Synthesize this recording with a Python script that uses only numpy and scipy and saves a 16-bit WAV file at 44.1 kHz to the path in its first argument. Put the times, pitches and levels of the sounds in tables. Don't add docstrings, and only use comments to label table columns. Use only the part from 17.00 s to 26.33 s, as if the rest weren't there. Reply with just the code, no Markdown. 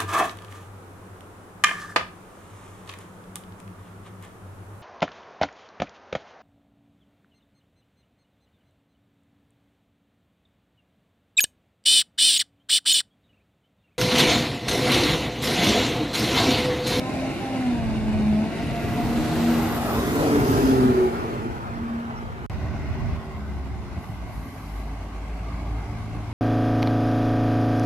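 import sys
import numpy as np
from scipy import signal
from scipy.fft import rfft, irfft
from scipy.io import wavfile
from scipy.ndimage import uniform_filter1d

SR = 44100
rng = np.random.default_rng(int(sys.argv[2]) if len(sys.argv) > 2 else 0)


def wrap_up_sound(samples):
    columns = np.atleast_2d(samples).T
    tamed = np.clip(columns, -1, 1)
    steps = np.round(tamed * 32767).astype(np.int16)
    wavfile.write(sys.argv[1], SR, steps)


N = 411441
T = np.arange(N) / SR
FRAME_T = np.arange(N // 256 + 5) * 256 / SR
BIN_HZ = np.fft.rfftfreq(1024, 1 / SR)

# t/s, relative level/dB
GUSTS = [(0, -52), (.35, -52), (.7, -40), (.82, -31), (1.3, -30), (1.44, -43), (1.7, -34), (1.8, -44),
         (1.87, -37), (2.1, -35), (2.55, -41.5), (3.2, -37.5), (3.65, -33), (4.05, -38), (4.75, -38.5),
         (5.02, -50.5), (5.2, -36.5), (5.45, -37), (5.52, -33.5), (6.12, -29.5), (6.25, -42), (6.45, -39),
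         (6.78, -37), (6.92, -40), (7.08, -45), (7.2, -37), (7.6, -54), (8.6, -65), (9.1, -40), (9.33, -50)]
# f/Hz, relative level/dB
WIND_COLOUR = [(25, -17), (55, 10), (100, 2), (180, -5.5), (320, -22), (700, -28), (2000, -76)]
# t/s, f/Hz, relative level/dB
THUDS = [(1.66, 95, -21), (1.714, 140, -19.5), (1.838, 100, -23), (1.909, 99.9, -19), (2.026, 154, -22),
         (3.372, 421, -15), (3.402, 115, -18), (3.64, 62, -16.5), (5.627, 100, -21), (6.122, 78, -20),
         (6.964, 80, -19.5), (7.092, 109.8, -23.5)]
# f/Hz, relative level/dB
RATTLE_COLOUR = [(30, -17), (70, 4), (160, 6), (400, -11), (1500, -26), (6000, -60)]
# t/s, length/s, f/Hz, level/dB
SQUEAKS = [(4.414, 0.046, 10180, -64), (4.732, 0.049, 5300, -60.5), (5.155, 0.045, 5560, -57)]
# lowest f/Hz, highest f/Hz
BANDS = [(40, 190), (480, 2600), (7500, 13000)]

# cruising level/dB, rise with fan rate/(dB per Hz), rise as it turns/dB
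DEPOT_NOISE = [(-35.5, 0.01, 4), (-36, 0.0268, 0.5), (-57, 0.07, 1)]
# f/Hz, relative level/dB
DEPOT_COLOUR = [(25, -35), (52, -10), (110, -1.5), (330, -5), (480, -17), (660, -10.5), (1250, -26.5),
                (1530, -22.5), (1750, -25.5), (2050, -21.5), (2850, -22.5), (3200, -31.5), (3700, -26.5),
                (6000, -36), (11800, -41), (14500, -65)]
# f/Hz, likeness (1 = same, 0 = unrelated, -1 = opposite)
DEPOT_LIKENESS = [(100, 0.97), (260, 0.85), (750, 0.8), (1300, 0.18), (2100, 0.68), (2800, 0.69),
                  (4500, 0.09), (9000, 0.074)]
# t/s, f/Hz
FAN_SPEED = [(0, 257), (.35, 267.1), (.55, 262), (.67, 248.8), (.87, 221.5), (1.1, 215), (1.35, 211.5),
             (1.62, 229), (2, 236), (5.48, 232)]
# t/s, relative level/dB
FAN_DRONE = [(0.0, -38), (0.24, -28.5), (0.36, -43.5), (0.68, -21), (0.77, -28), (1.1, -26), (1.33, -19.5),
             (1.66, -42), (2.16, -23.5), (2.29, -32), (2.49, -20), (2.89, -35.5), (2.99, -27.4),
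             (3.19, -41), (3.34, -29), (3.74, -45), (3.84, -28.5), (4.62, -46.5), (4.8, -32.5), (4.93, -28),
             (5.2, -41.5), (5.45, -48)]
# t/s, level/dB
FAN_WHINE = [(0, -43.5), (.25, -39.5), (.34, -50), (.44, -39.5), (.72, -39.5), (1.0, -45.5), (1.3, -41),
             (1.52, -35.5), (1.56, -42), (1.63, -34), (1.68, -45), (1.74, -34.5), (1.83, -42),
             (2.02, -32.5), (2.14, -39.5), (2.5, -39), (4.4, -59)]
# multiple of the pitch, level/dB, change as the bus turns/dB
FAN_OVERTONES = [(2, -47, -1.5), (4, -47, -5.5), (5, -54.5, 0), (6, -60, 6), (7, -55, 0)]

# coasting level/dB, rise under throttle/dB, change as it nears/(dB per s)
BRIDGE_NOISE = [(-40.5, 5, -0.67), (-43.5, 2, -0.39), (-67, 0, 0.8)]
# f/Hz, relative level/dB
BRIDGE_COLOUR = [(25, -25), (48, 1.5), (100, -4.5), (135, -9.5), (200, -7.5), (280, -9), (335, -15),
                 (410, -13), (500, -24.5), (600, -17), (700, -14.5), (1200, -19.5), (1750, -26.5),
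                 (2700, -28.5), (5000, -37.5), (8500, -46.5), (12000, -48.5), (14500, -58)]
# f/Hz, likeness
BRIDGE_LIKENESS = [(100, 0.99), (380, 0.91), (750, 0.83), (1300, 0.61), (1700, -0.13), (2100, 0.63),
                   (3000, -0.053), (5000, -0.12), (9000, -0.079)]
# f/Hz, width/Hz, boost/dB
ROAD_ECHO_PEAKS = [(720, 380, 4), (1100, 110, 6), (1540, 130, 6.5), (2057, 250, 7.5), (3380, 500, -2.5)]
# f/Hz, width/Hz, boost/dB
LOAD_RINGING = [(626, 150, 3.5), (995, 31, 3), (1990, 74, -0.5), (2490, 130, 4), (2800, 120, 3.5)]
# t/s, f/Hz
BRIDGE_FIRING = [(5.5, 71.95), (5.8, 73.85), (6.15, 77.4), (6.4, 70.55), (6.7, 66.04), (6.95, 63.53),
                 (7.25, 59), (7.62, 51.03), (8.15, 52.3), (8.6, 55.03), (9.33, 54.66)]
# t/s, relative level/dB
THROB = [(5.5, -35.5), (6.16, -32.5), (6.25, -50), (6.34, -37), (6.62, -30.5), (6.79, -33), (6.87, -48),
         (7.12, -49), (7.23, -29), (7.27, -52), (7.32, -45), (7.37, -29), (7.5, -52), (7.71, -32.5),
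         (7.96, -30.5), (8.09, -36), (8.2, -30.5), (8.5, -31), (8.72, -27), (8.88, -35), (9.12, -43),
         (9.17, -34), (9.3, -39)]
# multiple of the crankshaft's turning rate, coasting level/dB
CHUG = [(4, -53), (5, -47), (8, -58), (12, -53.5)]
# t/s, f/Hz
GEAR_PITCHES = [
    [(5.4, 367.8), (6.15, 388), (6.5, 376.6), (7.0, 353)],
    [(7.38, 268.2), (7.8, 276.2), (8.2, 277.6), (8.6, 286), (9.45, 294)],
]
# t/s, f/Hz, level/dB
WHISTLE = [(5.5, 12170, -75), (6.1, 11900, -74.5), (6.35, 12000, -72), (7.2, 12000, -86)]
# t/s, length/s, level/dB
AIR_PUFFS = [(6.95, 0.16, -60.5), (7.25, 0.55, -58.5)]
# f/Hz, relative level/dB
AIR_COLOUR = [(2000, -20), (5000, -4), (9000, -7), (11500, 2), (13500, -4), (14500, -11)]

# base level/dB, share of distance loss, tailpipe boost/dB, change once past/dB
CAR_NOISE = [(-32.5, 0.25, 4.5, -4.5), (-28, 1, 1, -2), (-44, 0.73, 3, -16)]
# f/Hz, relative level/dB
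CAR_COLOUR = [(25, -34), (58, 2.5), (130, -5), (330, -2.5), (540, -8.5), (720, -5.5), (1050, -10.5),
              (1350, -11.5), (1800, -19), (3300, -26.5), (5000, -30), (9400, -36), (11000, -33),
              (14500, -37.5)]
# f/Hz, likeness
CAR_LIKENESS = [(100, 1), (260, 0.85), (750, 0.85), (1300, 0.67), (2300, 0.29), (4000, 0.14), (9000, 0.12)]
# t/s, delay at the left ear/ms
CAR_LAG = [(1.5, -0.19), (2, 0.013), (2.5, 0.01), (3, 0.16), (3.5, 0.36), (3.8, 0.47), (4.3, 0.43),
           (5.4, 0.3)]
# t/s, f/Hz
CAR_FIRING = [(1.8, 136.7), (2.42, 164.4), (2.7, 158.5), (2.88, 136.9), (3.3, 146.2), (3.5, 138.2),
              (3.68, 132.2), (3.85, 127.7), (4.04, 123.2), (4.45, 110)]
# f/Hz, relative level/dB
SCRUB_COLOUR = [(1500, -25), (3000, -3), (4000, 3), (5200, -6), (7500, -7), (12000, -26)]
# t/s, level/dB
RASP = [(1.25, -68), (1.45, -51), (1.6, -41.5), (1.8, -43), (2.05, -43), (2.3, -42), (2.55, -39),
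        (2.85, -49), (3.3, -70)]
# f/Hz, relative level/dB
RASP_COLOUR = [(900, -28), (1400, 6), (1750, -4), (1980, 10), (2150, 3), (2350, 1), (2800, 3), (3200, -5),
               (4200, -7), (6000, -13), (10000, -24)]
# t/s, f/Hz
TURBO_PITCH = [(1.5, 8750), (1.92, 12620), (2.08, 14380), (2.25, 15300), (2.4, 14400), (2.56, 13350),
               (2.76, 13100), (3.04, 14100), (3.28, 14850), (3.43, 14500)]
# t/s, length/s, level/dB
TURBO_DUMP = [(3.4, .3, -42)]
# f/Hz, relative level/dB
DUMP_COLOUR = [(1500, -30), (4400, 0), (5050, 9), (5500, -2), (6300, 4), (9200, -14), (11000, 0),
               (14000, -6)]
# f/Hz, boost/dB
PIPE_BOOST = [(112, 3.5), (122, -14), (129, 5.5), (133, -6), (137, 2), (143, -3), (162, 7.5), (243, -4),
              (250, -1), (255, 13.5), (260, 5.5), (263, 14), (267, 11), (271, 3), (296, 8), (322, 11),
              (345, 2), (360, 6), (365, 15), (370, 15), (376, 9.5), (393, 6.5), (402, 2.5), (430, 4.5),
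              (480, -7)]
# t/s, roughness (0 = smooth)
EXHAUST_ROUGHNESS = [(2, .8), (2.3, 0.26), (2.65, 0.46), (2.9, 0.7), (3.5, 0.95), (3.64, 0.3), (3.92, 0.3),
                     (4.0, .08), (4.07, 0.09), (4.2, .8)]
# t/s, level/dB
GAS_RUSH = [(3.1, -57), (3.35, -33), (3.7, -27.5), (4.05, -34), (4.35, -35.5), (4.6, -54)]
# f/Hz, relative level/dB
GAS_COLOUR = [(300, -27), (380, -4.5), (425, 0), (455, -10), (500, -27), (900, -60)]

DEPOT_END_S, BRIDGE_START_S = 5.463, 5.498
TURN_S = (1.1, 2)
LIFT_S, PULL_S = (6.12, 6.25), (8.24, 8.52)


def amp(db):
    return 10 ** (np.asarray(db) / 20)


def evened(x):
    return x / np.sqrt(np.mean(abs(x) ** 2) + 1e-20)


def curves(rows, t=T):
    times, *columns = np.transpose(rows)
    return [np.interp(t, times, column) for column in columns]


def spectrum(points):
    hz, value = np.transpose(points)
    return np.interp(np.log(BIN_HZ + 1), np.log(hz), value)[:, None]


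def slide(span, t=T):
    return np.clip((t - span[0]) / (span[1] - span[0]), 0, 1)


def fade_in(start, end):
    return np.sqrt(slide((start, end)))


def bump(centre, width, x=T):
    return np.exp(-((x - centre) / width) ** 2)


def drift(rate_hz, size=16384):
    hz = np.fft.rfftfreq(size, T[-1] / size)
    slow = irfft(rfft(rng.standard_normal(size)) / (1 + (hz / rate_hz) ** 4))
    return np.interp(T, np.linspace(0, T[-1], size), evened(slow))


def angle(hz):
    return 2 * np.pi * np.cumsum(hz) / SR


def tone(hz, db, lag_ms, rough, flutter_hz, apart=0.13):
    shared, left, right = (drift(flutter_hz) + 1j * drift(flutter_hz) for _ in range(3))
    flutter = 1 + rough * shared + apart * np.array([left, right])
    flutter /= np.sqrt(1 + 2 * rough ** 2 + 2 * apart ** 2)
    phase = angle(hz) - np.pi * hz * lag_ms * 1e-3 * np.array([[1], [-1]])
    return np.sqrt(2) * amp(db) * (flutter * np.exp(1j * phase)).real


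def noise(gain, lag_ms, likeness):
    a, b, c, d = rng.standard_normal((4, len(BIN_HZ), len(FRAME_T)))
    left, echoes = a + 1j * b, c + 1j * d
    lead = np.exp(2j * np.pi * BIN_HZ[:, None] * lag_ms * 1e-3)
    same = np.clip(likeness, -1, 1)
    right = same * lead * left + np.sqrt(1 - same ** 2) * echoes
    _, sound = signal.istft(np.array([left, right]) * gain, nperseg=1024, noverlap=768)
    return np.sqrt(1.5) * sound[:, :N]


def rush(level_db, colour, likeness):
    return evened(noise(amp(spectrum(colour)), 0, likeness)) * amp(level_db)


def wind():
    lumps_db = 2.6 * np.array([drift(15), drift(28)])
    side_db = 2.2 * bump(5.8, 0.3) * np.array([[-1], [1]])
    return rush(curves(GUSTS)[0], WIND_COLOUR, likeness=0) * amp(lumps_db + side_db + 1.15)


def thuds(decay_s=0.013):
    out = np.zeros((2, N))
    rattle = rush(-11.5, RATTLE_COLOUR, likeness=0.56)
    for start, hz, db in THUDS:
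        age = np.maximum(T - start, 0)
        onset = np.minimum(age * hz * 2, 1)
        push = np.sin(2 * np.pi * hz * age) * np.exp(-age / decay_s)
        out += amp(db) * onset * (1.25 * push + rattle * np.exp(-age / (2 * decay_s)))
    return out


def brakes():
    out = np.zeros((2, N))
    for start, length, hz, db in SQUEAKS:
        swell = np.sin(np.pi * slide((start, start + length)))
        out += swell * tone(np.full(N, hz), db, lag_ms=0.31, rough=2.5, flutter_hz=329.8)
    return out


def air_valve(puffs, colour, open_s=0.093, shut_s=0.089):
    gain = np.zeros(N)
    for start, length, db in puffs:
        shutting = np.exp(-np.maximum(T - start - length, 0) / shut_s)
        gain += amp(db) * slide((start, start + open_s)) * shutting
    return gain * rush(0, colour, likeness=0.1)


def vehicle_noise(levels, colour_db, lag_ms, likeness, patchy_db):
    centres = [np.sqrt(lo * hi) for lo, hi in BANDS]
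    shape_db = colour_db
    for (lo, hi), level_db, share in zip(BANDS, levels, np.eye(3)):
        in_band = (BIN_HZ > lo) & (BIN_HZ < hi)
        band_db = 10 * np.log10(np.sum(amp(colour_db[in_band]) ** 2, axis=0))
        shape_db = shape_db + spectrum(list(zip(centres, share))) * (level_db - band_db)
    patches = uniform_filter1d(rng.standard_normal(shape_db.shape), size=4, axis=0)
    patches = evened(uniform_filter1d(patches, size=18, axis=1))
    sound = noise(amp(shape_db + patchy_db * patches), lag_ms, spectrum(likeness))
    return sound * amp(0.42 * drift(22) + 0.12 * drift(4))


def knock(firing_hz, depth, uneven):
    phase = angle(firing_hz * (1 + 0.024 * drift(15.3)))
    return evened(1 + depth * np.cos(phase) + uneven * np.cos(phase / 6))


def cooling_fan(hz):
    drone_db = curves(FAN_DRONE)[0] + 0.27
    drone = tone(hz, drone_db, lag_ms=-0.035, rough=0.17, flutter_hz=27, apart=0.077)
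    turned, blocked_db = slide(TURN_S), -18 * slide((2.3, 4.4))
    overtones = sum(
        tone(multiple * hz, db + turn_db * turned + blocked_db, lag_ms=-0.11, rough=0.95, flutter_hz=15.4)
        for multiple, db, turn_db in FAN_OVERTONES)
    whine = tone(3 * hz, curves(FAN_WHINE)[0], lag_ms=-0.079, rough=0.55, flutter_hz=19, apart=0.14)
    return drone + overtones + whine


def depot_bus(cruise_hz=236):
    fan_hz, = curves(FAN_SPEED)
    firing_hz = 0.447 * fan_hz
    near = 1 - slide((1.34, 2.74))
    fan = cooling_fan(fan_hz)
    exhaust = tone(firing_hz, -45.5, lag_ms=-0.08, rough=0.33, flutter_hz=10)
    faster_hz = curves(FAN_SPEED, FRAME_T)[0] - cruise_hz
    turned = slide(TURN_S, FRAME_T)
    levels = [db + per_hz * faster_hz + turn_db * turned for db, per_hz, turn_db in DEPOT_NOISE]
    engine = vehicle_noise(levels, spectrum(DEPOT_COLOUR), -0.052, DEPOT_LIKENESS, patchy_db=1.85)
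    clatter = engine * knock(firing_hz, depth=0.081, uneven=0.065)
    return fan + exhaust * near + clatter * np.sqrt(near)


def throttle(t=T):
    return 1 - slide(LIFT_S, t) + slide(PULL_S, t)


def gear_whine(pitch, fade_s=0.13):
    start, end = pitch[0][0], pitch[-1][0]
    engaged = np.clip(np.minimum(T - start, end - T) / fade_s, 0, 1)
    return engaged * tone(curves(pitch)[0], -48.3, lag_ms=0.02, rough=0.65, flutter_hz=18)


def peaks_db(peaks, shift=1):
    return sum(db * np.exp(-2 * ((BIN_HZ[:, None] - hz * shift) / width) ** 2) for hz, width, db in peaks)


def bridge_engine():
    shift = np.interp(FRAME_T, [6, 8.3], [0.97, 1.04])
    echo_db = peaks_db(ROAD_ECHO_PEAKS, shift)
    load = 1 - slide(LIFT_S, FRAME_T)
    harsh_db = spectrum([(700, -4.5), (2000, 1.5), (2700, 0.5), (3400, 0), (5500, 2.5),
                         (9000, -2), (12000, -1)])
    colour_db = spectrum(BRIDGE_COLOUR) + echo_db + load * (peaks_db(LOAD_RINGING) + harsh_db)
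    levels = [db + pull_db * throttle(FRAME_T) + db_per_s * (FRAME_T - BRIDGE_START_S)
              for db, pull_db, db_per_s in BRIDGE_NOISE]
    heave_db = 0.14 * (curves(THROB, FRAME_T)[0] + 39.5)
    lumps_db = 1.3 * np.interp(FRAME_T, T, drift(20))
    levels[0] += heave_db + lumps_db
    return vehicle_noise(levels, colour_db, 0, BRIDGE_LIKENESS, patchy_db=1.63)


def bridge_exhaust(hz):
    pull_db = 1.5 * throttle()
    first_db = curves(THROB)[0] - 0.8
    second_db = -47 + pull_db + 11 * slide((8.4, 8.92))
    third_db = -49.5 + pull_db + 5.5 * bump(210, 30, 3 * hz)
    return sum(tone(multiple * hz, db, lag_ms=0.05, rough=rough, flutter_hz=12, apart=0.045)
               for multiple, db, rough in [(1, first_db, 0.072), (2, second_db, 0.15), (3, third_db, 0.8)])


def chug(firing_hz):
    crank_hz = firing_hz / 3
    return sum(tone(multiple * crank_hz, db + 3.5 * throttle(), lag_ms=0.05, rough=0.88, flutter_hz=7)
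               for multiple, db in CHUG)


def bridge_bus():
    firing_hz, = curves(BRIDGE_FIRING)
    exhaust = bridge_exhaust(firing_hz)
    whine = sum(gear_whine(pitch) for pitch in GEAR_PITCHES)
    whistle = tone(*curves(WHISTLE), lag_ms=0.02, rough=1.5, flutter_hz=110, apart=1.5)
    engine = bridge_engine()
    return (exhaust + chug(firing_hz) + whine + whistle + air_valve(AIR_PUFFS, AIR_COLOUR)
            + engine * knock(firing_hz, depth=0.086, uneven=0.042))


def distance_db(t=T, closest_s=3.4, closest_m=3.2, speed_m_per_s=5.28):
    return -10 * np.log10(1 + (speed_m_per_s * (t - closest_s) / closest_m) ** 2)


def road_noise():
    facing = bump(3.7, 0.32, FRAME_T)
    behind = slide((3.24, 4.64), FRAME_T)
    levels = [db + share * distance_db(FRAME_T) + pipe_db * facing + behind_db * behind
              for db, share, pipe_db, behind_db in CAR_NOISE]
    far_db = spectrum([(150, -3), (650, -6), (1000, -0.5), (1500, 1), (2400, 3.5), (3700, 1),
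                       (8000, 1.5), (14500, -0.5)])
    colour_db = spectrum(CAR_COLOUR) + slide((3.6, 4.6), FRAME_T) * far_db
    return vehicle_noise(levels, colour_db, curves(CAR_LAG, FRAME_T)[0], CAR_LIKENESS, patchy_db=2.01)


def turbo(lag_ms, spin_down_s=1.05, fade_db_per_s=36):
    coasting_s = np.maximum(T - TURBO_PITCH[-1][0], 0)
    hz = curves(TURBO_PITCH)[0] * np.exp(-coasting_s / spin_down_s)
    spin_up_db = -17 * (1 - slide((1.5, 2.5)))
    db = -47 + spin_up_db - fade_db_per_s * coasting_s + 2.2 * drift(14)
    heard = (T > 1.5) * (1 - slide((3.7, 3.98)))
    whistle = tone(hz, db, lag_ms, rough=1.8, flutter_hz=195, apart=2.8)
    return heard * whistle + air_valve(TURBO_DUMP, DUMP_COLOUR)


def car_exhaust(hz, lag_ms, growl_depth=0.11):
    hidden = slide((4.055, 4.1))
    in_view = slide((3.21, 3.37)) - hidden
    clutch_db = -15 * bump(2.81, 0.083)
    db = -36 + 0.66 * distance_db() + clutch_db + 6.5 * in_view
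    rough, = curves(EXHAUST_ROUGHNESS)
    notes = np.zeros((2, N))
    for multiple in (1, 2, 3):
        pipe_db = np.interp(multiple * hz, *np.transpose(PIPE_BOOST))
        blocked_db = -3.5 * (multiple - 1) * hidden
        notes += tone(multiple * hz, db + pipe_db + blocked_db, 0.38 * lag_ms, rough,
                      flutter_hz=31.6, apart=0.2)
    growl = (1 + growl_depth * drift(83)) / np.sqrt(1 + growl_depth ** 2)
    heard = fade_in(1.8, 2.1) * (1 - fade_in(4.48, 4.56))
    gas = rush(curves(GAS_RUSH)[0], GAS_COLOUR, likeness=0.77)
    return notes * growl * heard + gas


def car():
    firing_hz, = curves(CAR_FIRING)
    lag_ms, = curves(CAR_LAG)
    road = road_noise() * knock(firing_hz, depth=0.052, uneven=0.054) * fade_in(1.68, 2.37)
    rasp = rush(curves(RASP)[0], RASP_COLOUR, likeness=0.81) * knock(firing_hz, depth=0.17, uneven=0.16)
    scrub = rush(-43, SCRUB_COLOUR, likeness=0.36) * bump(2.4, 0.3)
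    return road + rasp + scrub + turbo(lag_ms) + car_exhaust(firing_hz, lag_ms)


def scene():
    background = wind() + thuds()
    depot = background + depot_bus() + car() + brakes()
    bridge = background + bridge_bus()
    return depot * (T < DEPOT_END_S) + bridge * (T >= BRIDGE_START_S)


def record(dry, low_cut_hz=38, high_cut_hz=14650):
    low_cut = signal.butter(4, low_cut_hz, "high", fs=SR, output="sos")
    high_cut = signal.firwin(511, high_cut_hz, window=("kaiser", 9), fs=SR)
    return signal.oaconvolve(signal.sosfilt(low_cut, dry), high_cut[None], "same")


dry = scene()
out = record(dry)
wrap_up_sound(out)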